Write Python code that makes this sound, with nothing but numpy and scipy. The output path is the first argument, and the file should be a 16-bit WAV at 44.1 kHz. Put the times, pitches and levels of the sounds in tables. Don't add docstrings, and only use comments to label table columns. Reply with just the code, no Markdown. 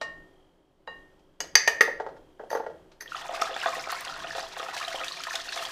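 import sys
import numpy as np
from scipy import signal
from scipy.fft import rfft, irfft
from scipy.io import wavfile
from scipy.ndimage import uniform_filter1d

SR = 44100
rng = np.random.default_rng(int(sys.argv[2]) if len(sys.argv) > 2 else 0)


def inscribe(sig):
    pcm = np.round(np.clip(np.atleast_2d(sig).T, -1, 1) * 32767)
    wavfile.write(sys.argv[1], SR, pcm.astype(np.int16))


def invert_db(x):
    u = np.asarray(x, float) / 20
    return 10 ** u


N = 251834
END_S = N / SR
SPREAD_DB = 1.5


def rms_one(x):
    return x / np.sqrt(np.mean(x ** 2) + 1e-20)


def in_time(rows, outside_db=-140):
    s, *columns = np.transpose(rows)
    return [np.interp(np.arange(N) / SR, s, c, outside_db, outside_db) for c in columns]


def at_times(curve, s):
    return curve[(s * SR).astype(int)]


def at_hz(points, hz):
    table_hz, values = np.transpose(points)
    return np.interp(np.log(hz + 1), np.log(table_hz), values)


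def band(x, low_hz, high_hz):
    return signal.sosfilt(signal.butter(2, [low_hz, high_hz], "band", fs=SR, output="sos"), x)


def soften(x, cut_hz):
    return signal.sosfilt(signal.butter(2, cut_hz, fs=SR, output="sos"), x)


def coloured(spectrum):
    hz = np.fft.rfftfreq(N, 1 / SR)
    white = rfft(rng.standard_normal(N))
    return rms_one(irfft(white * invert_db(at_hz(spectrum, hz)), N))


def drift(rate_hz):
    r = np.exp(-2 * np.pi * rate_hz / SR)
    wander = signal.lfilter([1], [1, -2 * r, r * r], rng.standard_normal(N + SR))
    return rms_one(wander[SR:])


def ring(clicks, hz, t60):
    r, w = invert_db(-60 / (t60 * SR)), 2 * np.pi * hz / SR
    return signal.lfilter([0, np.sin(w)], [1, -2 * r * np.cos(w), r * r], clicks + 1e-18)


def strike(modes, s, db, spread_db, contact_s=.001, bounce=0.32):
    out, draws = np.zeros(N), rng.standard_normal((len(s), len(modes), 7))
    for k, (hz, level_db, t60) in enumerate(modes):
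        clicks = np.zeros(N)
        touch_s = s[:, None] + contact_s * np.abs(draws[:, k, 1:4])
        height = invert_db(db + level_db + spread_db * draws[:, k, 0])[:, None]
        strength = height * np.sign(draws[:, k, 4:]) * [1, bounce, bounce]
        np.add.at(clicks, np.minimum((touch_s * SR).astype(int), N - 1), strength)
        out += ring(clicks, hz, t60)
    return out


def crack(s, db, low_hz, high_hz, t60):
    clicks = np.zeros(N)
    clicks[(s * SR).astype(int)] = invert_db(db)
    poles = np.convolve([1, -.96], [1, -invert_db(-60 / (t60 * SR))])
    dying = signal.lfilter([.04], poles, clicks + 1e-18)
    return band(dying * rng.standard_normal(N), low_hz, high_hz)


def bubbles(s, db, hz, cycles, rise):
    length = 1600
    turns = hz[:, None] * (np.arange(length)[None] / SR)
    life = turns / cycles[:, None]
    shape = (1 - np.exp(-turns)) * invert_db(-60 * life)
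    waves = invert_db(db)[:, None] * shape * np.sin(2 * np.pi * turns * (1 + rise * life))
    out = np.zeros(N + length)
    np.add.at(out, (s * SR).astype(int)[:, None] + np.arange(length), waves)
    return out[:N]


# f/Hz, relative level per Hz/dB
AIR_SPECTRUM = [(150, -53.5), (250, -19), (380, -3.5), (452, -12.5), (510, -3.5), (816, -10.5), (2490, -25),
                (3280, -24.5), (3710, -27), (16000, -42)]


def room_air():
    return invert_db(-60.5 + .5 * drift(0.55)) * coloured(AIR_SPECTRUM)


# f/Hz, relative level per Hz/dB
RUMBLE_SPECTRUM = [(12, -27), (20, 8.5), (36, -9), (54, -6.5), (112, -12), (177, -5), (209, -15.5),
                   (330, -3), (430, -35.5), (730, -120)]


def rumble():
    return invert_db(-59 + 1.9 * drift(1.3)) * coloured(RUMBLE_SPECTRUM)


# f/Hz, level/dB
HUM_TONES = [(331, -79), (377, -62.5), (425, -68), (14450, -103)]


def hum():
    t = np.arange(N) / SR
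    return sum(invert_db(db + 1.9 * drift(3.3)) * np.sin(2 * np.pi * hz * t) for hz, db in HUM_TONES)


# f/Hz, level/dB
INSECT_TONES = [(2990, -82), (3230, -76)]


def insect():
    t = np.arange(N) / SR
    pulses = 1 + 1.1 * np.sin(2 * np.pi * 45 * t + drift(4))
    tones = 0
    for hz, db in INSECT_TONES:
        tones = tones + invert_db(db + 2.9 * drift(3.2)) * np.sin(2 * np.pi * hz * t + .7 * drift(8))
    return pulses * tones


# t/s, low modes level/dB, upper modes level/dB, dull knock level/dB, crack level/dB
CLINKS = [(0.0126, -31, -39.5, -26.5, -29), (0.874, -38, -41, -33, -55)]
# f/Hz, level/dB, t60/s
JAR_MODES = [(676, -10.5, 0.086), (1092, -13, 0.44), (1500, -26, 0.029), (1840, -1, 0.45), (1891, -9, 0.41),
             (2830, -5, 0.35), (3920, -1.5, 0.095), (4840, -10, 0.044), (6780, -20, 0.086)]
# f/Hz, level/dB, t60/s
WORKTOP_MODES = [(275, -30, 0.035), (376, -35.5, 0.17), (461.6, -7, 0.063), (555, -2.5, 0.025),
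                 (647, -2.5, 0.032), (785, -9, 0.049), (888, -7, 0.042), (1016, -13, 0.036),
                 (1130, -11.5, 0.083), (1255, -13, 0.077), (1396, -8, 0.051), (1600, 0, 0.012),
                 (1906, -11.5, 0.046)]


def jar():
    s, low_db, upper_db, knock_db, crack_db = np.transpose(CLINKS)
    glass = strike(JAR_MODES[:5], s, low_db, .5, bounce=0)
    glass += strike(JAR_MODES[5:], s, upper_db, .5, bounce=0)
    knock = strike(WORKTOP_MODES, s, knock_db, SPREAD_DB, contact_s=0.0041)
    noise = crack(s, crack_db, low_hz=700, high_hz=5650, t60=0.098)
    return soften(glass, cut_hz=5900), soften(knock, cut_hz=1500) + soften(noise, cut_hz=7500)


# t/s, knock level/dB, upper knock level/dB, tick level/dB
THUDS = [(1.192, -64, -71, -56.5), (1.336, -72.5, -77, -63.5), (1.438, -38.5, -45, -44.5),
         (1.877, -21.5, -42, -51.5), (1.999, -21, -27, -42.5), (2.063, -22.5, -36.5, -52),
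         (2.086, -37.5, -43, -56), (2.165, -41.5, -48, -57), (2.395, -31, -40, -62), (2.408, -35, -44, -65),
         (2.436, -34.5, -52, -60), (2.513, -23.5, -47, -39.5), (2.527, -22, -32, -50),
         (2.549, -17.5, -24, -41), (2.569, -27, -32, -46), (2.598, -23, -36, -58), (2.639, -44, -50, -59.5),
         (2.663, -26, -31, -51), (2.699, -38, -55, -59), (2.916, -50.5, -52.5, -47)]


def thuds():
    s, knock_db, upper_db, tick_db = np.transpose(THUDS)
    knocks = strike(WORKTOP_MODES[:7], s, knock_db, SPREAD_DB, contact_s=0.00305)
    knocks += strike(WORKTOP_MODES[7:], s, upper_db, SPREAD_DB, contact_s=0.0036)
    ticks = crack(s, tick_db, low_hz=1982, high_hz=6460, t60=0.1)
    return soften(knocks, cut_hz=2400) + soften(ticks, cut_hz=5900)


# t/s, wall ring level/dB, worktop knock level/dB, rim ring level/dB, skirt ring level/dB
LID_BLOWS = [(1.4037, -36, -31.5, -33, -23), (1.5536, -11.5, -20.5, -9, -20.5),
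             (1.6755, -12, -18, -23.5, -22), (1.8084, -9.5, -14, -23.5, -32), (2.5031, -50, -34, -47, -48),
             (3.0075, -43, -56, -43, -61), (3.0588, -47, -51, -62, -68)]
# t/s of the peak, level/dB, length/s
THREAD_TURNS = [(2.502, -50.5, 0.11), (3.009, -47, 0.036)]
# f/Hz, level/dB
LID_WALL = [(1610, -13), (1720, -10.5), (1771, -20.5), (1836, 1), (1900, 3.5), (2050, -10), (2200, -9.5),
            (2455, -10.5), (2750, -17), (3530, -31.5)]
LID_RIM = [(4540, -13.5), (4660, -15.5), (4730, 0.5), (5220, -23.5), (5465, -6), (6050, -9.5), (6150, 1.5),
           (6240, -3.5), (8700, -30), (10550, -28)]
LID_SKIRT = [(2940, -9.5), (4885, -4.5), (6590, -8.5), (13000, -25.5)]


def lid():
    wall = [(hz, db, 0.054) for hz, db in LID_WALL]
    rim = [(hz, db, 0.032) for hz, db in LID_RIM]
    skirt = [(hz, db, 0.078) for hz, db in LID_SKIRT]
    s, wall_db, knock_db, rim_db, skirt_db = np.transpose(LID_BLOWS)
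    blows = strike(wall, s, wall_db, SPREAD_DB)
    blows += strike(rim, s, rim_db, SPREAD_DB)
    blows += strike(skirt, s, skirt_db, SPREAD_DB)
    blows += strike(WORKTOP_MODES, s, knock_db, SPREAD_DB, contact_s=0.00188)
    blows += crack(s, (wall_db + knock_db) / 2 - 16.5, low_hz=7810, high_hz=15100, t60=0.081)
    blows += crack(s, wall_db - 2, low_hz=900, high_hz=3700, t60=0.058)
    blows += crack(s, skirt_db - 2.5, low_hz=2200, high_hz=6800, t60=0.051)
    blows += crack(s, rim_db - 7, low_hz=4200, high_hz=6340, t60=0.028)

    effort = 0
    for s, db, length in THREAD_TURNS:
        turn = [(s - 0.0074, db - 33), (s, db), (s + 0.49 * length, db - 4), (s + length, db - 33)]
        effort = effort + invert_db(in_time(turn)[0])
    grit = rng.standard_normal(N) * effort * invert_db(2.2 * drift(150))
    squeak = band(grit, 9500, 14000)
    ground = sum(invert_db(db) * ring(grit, hz, t60) for hz, db, t60 in wall + rim)
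    return blows + 0.72 * grit + 1.14 * squeak + 0.087 * ground


# t/s, vigour as spray level/dB, depth of the wires as level/dB on bubbling and ticking
STIR = [(3.07, -67.5, -7), (3.15, -48.5, -3.5), (3.29, -59.5, 6), (3.35, -45, -3), (3.39, -57, 5),
        (3.42, -49, 4.5), (3.52, -53, 0.5), (3.66, -47.5, 2.5), (3.83, -46.5, -6.5), (3.87, -56.5, 7),
        (3.91, -44, 0.5), (4.02, -52.5, 0.5), (4.3, -52, 0.5), (4.37, -48, -1), (4.5, -54.5, -3),
        (4.6, -51.5, -1), (4.8, -47.5, -3.5), (5.03, -45.5, -6), (5.19, -48.5, -11.5), (5.36, -46, -5),
        (5.45, -47, -16.5), (5.58, -44, -9.5), (5.71, -47, -8)]


def stirring():
    vigour_db, depth_db = in_time(STIR)
    return STIR[0][0], vigour_db, vigour_db + depth_db


# f/Hz, relative level per Hz/dB
SPRAY_SPECTRUM = [(590, -23), (1000, -34), (1830, 3), (2230, -18), (2560, -5.5), (3980, -2.5), (14100, -24),
                  (16000, -25)]


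def spray():
    _, vigour_db, _ = stirring()
    hiss, edges_hz = coloured(SPRAY_SPECTRUM), [500, 2200, 3800, 6500, 18000]
    patches = 0
    for k, (low_hz, high_hz) in enumerate(zip(edges_hz, edges_hz[1:])):
        patches = patches + band(hiss, low_hz, high_hz) * invert_db(3.6 * drift(25.3)) * (-1) ** k
    return patches * invert_db(vigour_db + 2.4 * drift(39) + 1.1 * drift(240))


def bubbling():
    start, vigour_db, bubbling_db = stirring()
    draws = rng.random((2500, 4))
    s = start + draws[:, 0] * (END_S - start)
    hz = 900 * 8.65 ** draws[:, 2]
    db = at_times(bubbling_db, s) + 8 - 4.96 * np.log(1 - .98 * draws[:, 1])
    db -= 2.0 * np.log2(hz / 2000)
    cloud = bubbles(s, db, hz, cycles=8 + 30 * draws[:, 3], rise=0.052)
    draws = rng.random((110, 3))
    s = start + draws[:, 0] * (END_S - start)
    hz = 1000 * 6.54 ** draws[:, 1]
    db = at_times(vigour_db, s) + 22.5 - 9 * draws[:, 2]
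    return cloud + bubbles(s, db, hz, cycles=20 + hz / 150, rise=0.042)


# t/s, level/dB, f/Hz
PLOPS = [(3.078, -31.5, 3200), (3.12, -20, 1360), (3.1466, -19, 1260), (3.166, -26, 2940),
         (3.346, -23, 1210), (3.4151, -18, 5400), (3.4204, -9.5, 1250), (3.473, -25, 1350),
         (3.511, -26, 504), (3.5422, -23, 3350), (3.564, -38, 1330), (3.615, -19, 2810), (3.634, -19, 1450),
         (3.661, -15, 1126), (3.683, -19.5, 1130), (3.754, -22, 1870), (3.873, -25, 1260),
         (3.894, -19.5, 1300), (3.9246, -17, 1105), (4.0805, -24.5, 3210), (4.2417, -31, 2480),
         (4.3082, -20.5, 1740), (4.351, -29.5, 516), (4.403, -24.5, 4650), (4.597, -27, 496),
         (4.601, -24, 1210), (4.6842, -31, 2510), (4.7658, -24.5, 1630), (4.8119, -21, 1250),
         (4.8272, -22.5, 2390), (4.8488, -21, 3880), (4.8806, -19.5, 3080), (4.927, -24.5, 1900),
         (4.9588, -21, 3100), (5.004, -24, 1350), (5.0364, -20.5, 2500), (5.0816, -18.5, 3700),
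         (5.1207, -21, 4240), (5.203, -25, 1320), (5.2369, -24.5, 3100), (5.2683, -23.5, 1760),
         (5.284, -23.5, 1000), (5.3085, -20.5, 1740), (5.357, -16.5, 3520), (5.4902, -21, 4300),
         (5.5245, -24.5, 1630), (5.5751, -22, 1230), (5.6245, -21.5, 1240), (5.652, -20, 3240)]


def plops():
    s, db, hz = np.transpose(PLOPS)
    return bubbles(s, db, hz, cycles=20 + hz / 150, rise=0.054)


# t/s, level/dB, upper modes level/dB over the low ones
KNOCKS = [(3.154, -40, 7.5), (3.25, -38.5, -10), (3.293, -29, -31), (3.329, -32, -17), (3.395, -32.5, -1),
          (3.416, -23.5, -23), (3.491, -29.5, -9), (3.563, -28.5, 3), (3.659, -20.5, -1.5),
          (3.767, -29, -17), (3.873, -29, -16), (3.924, -29.5, -1), (4.244, -34, -1), (4.35, -32, 4),
          (4.381, -28.5, -2), (4.427, -32.5, -23), (4.566, -33.5, 2.5), (4.597, -38, 11.5),
          (4.628, -31.5, -1), (4.685, -30.5, -4), (4.728, -39, -4), (4.766, -34, -20), (4.877, -31.5, -7),
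          (4.944, -26, -24), (5.012, -28.5, -3.5), (5.17, -43, -8), (5.269, -34.5, 3.5), (5.34, -33, -17),
          (5.472, -39, -10), (5.561, -31, -6), (5.59, -36, 1), (5.662, -36, -14)]
# f/Hz, level/dB, t60/s
BOWL_MODES = [(519, -14, 0.076), (665, -5.5, 0.13), (707, -7, 0.11), (800, -1.5, 0.044), (1100, -14, 0.065),
              (1250, -7, 0.11), (1350, -10, 0.054), (1470, -9, 0.047), (1630, -2.5, 0.012),
              (1870, -8, 0.064), (2457, -17, 0.083), (2720, -19, 0.12), (3510, -5, 0.016)]


def wires_on_glass():
    s, db, upper_db = np.transpose(KNOCKS)
    glass = strike(BOWL_MODES[:4], s, db, SPREAD_DB)
    glass += strike(BOWL_MODES[4:], s, db + upper_db, SPREAD_DB)
    follow = (s[:, None] + .06 * rng.random((len(s), 6))).ravel()
    glass += strike(BOWL_MODES, np.minimum(follow, END_S), np.repeat(db, 6) - 18, spread_db=2.0)
    start, _, ticking_db = stirring()
    runs = rng.uniform(start, END_S - .05, (60, 1))
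    ticks = (runs + rng.uniform(0, 0.037, (60, 5))).ravel()
    return glass + strike(BOWL_MODES, ticks, at_times(ticking_db, ticks) + 6.5, spread_db=-0.5)


# t/s, level/dB, top level/dB over it
SLAPS = [(3.4173, -19, -14), (3.4535, -30, -13), (3.721, -47, -16), (3.9178, -29, 4.5), (4.0073, -41.5, 13),
         (4.0482, -26, -21), (4.7336, -33, -17), (4.765, -26, -16), (4.798, -31, -19), (4.881, -27, -26),
         (4.929, -30, -21), (5.0432, -22.5, -25), (5.0817, -26.5, -27), (5.124, -30, -24),
         (5.168, -33, -31), (5.2053, -33, -22), (5.236, -22.5, -27), (5.3534, -18, -20), (5.4083, -37, -20),
         (5.522, -24, -23), (5.5584, -23.5, -15), (5.653, -27.5, -23)]


def slaps():
    s, db, top_db = np.transpose(SLAPS)
    body = crack(s, db, low_hz=1630, high_hz=6000, t60=0.04)
    return body + crack(s, db + top_db, low_hz=7600, high_hz=14100, t60=0.013)


# f/Hz, t60/s
KITCHEN_T60 = [(200, 0.75), (800, 0.34), (2000, 0.39), (6000, 0.28), (14000, 0.25)]


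def kitchen(x, first_s=.004):
    t, tail = np.arange(SR) / SR, 0
    for low in 88 * 2.0 ** np.arange(8):
        octave = band(rng.standard_normal(SR), low, min(2 * low, .45 * SR))
        tail = tail + octave * invert_db(-60 * t / at_hz(KITCHEN_T60, low * np.sqrt(2)))
    tail *= t > first_s
    return signal.fftconvolve(x, tail / np.sqrt(np.sum(tail ** 2)))[:N]


def suppress(x):
    gate_db, knee_db, depth_db, sink_db_per_s = -58.5, 7, 10, 21
    above = signal.sosfilt(signal.butter(2, 500, "high", fs=SR, output="sos"), x)
    level_db = 10 * np.log10(uniform_filter1d(above ** 2, size=441) + 1e-14)
    opened_db = depth_db * (np.clip((level_db - gate_db) / knee_db, 0, 1) - 1)
    sink_db = sink_db_per_s * np.arange(N) / SR
    return x * invert_db(np.maximum.accumulate(opened_db + sink_db, axis=-1) - sink_db)


def scene():
    glass, contact = jar()
    far = contact + lid() + thuds()
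    near = wires_on_glass() + slaps() + plops() + bubbling() + spray()
    small = signal.butter(3, 330, "high", fs=SR, output="sos")
    glass, far, near = signal.sosfilt(small, [glass, far, near])
    wet = kitchen(invert_db(-5.5) * glass + invert_db(-8.5) * far + invert_db(-10) * near)
    background = hum() + insect() + rumble() + room_air()
    return (glass + far + near + wet + background)[None]


def roll_off(x):
    return signal.sosfilt(signal.butter(12, 16470, fs=SR, output="sos"), x)


def record(dry):
    gated = suppress(dry)
    rounded = gated / (1 + (gated / .8) ** 4) ** .25
    finished = signal.sosfilt(signal.cheby2(10, 40, 16000, fs=SR, output="sos"), rounded)
    return roll_off(finished)


dry = scene()
out = record(dry)
inscribe(out)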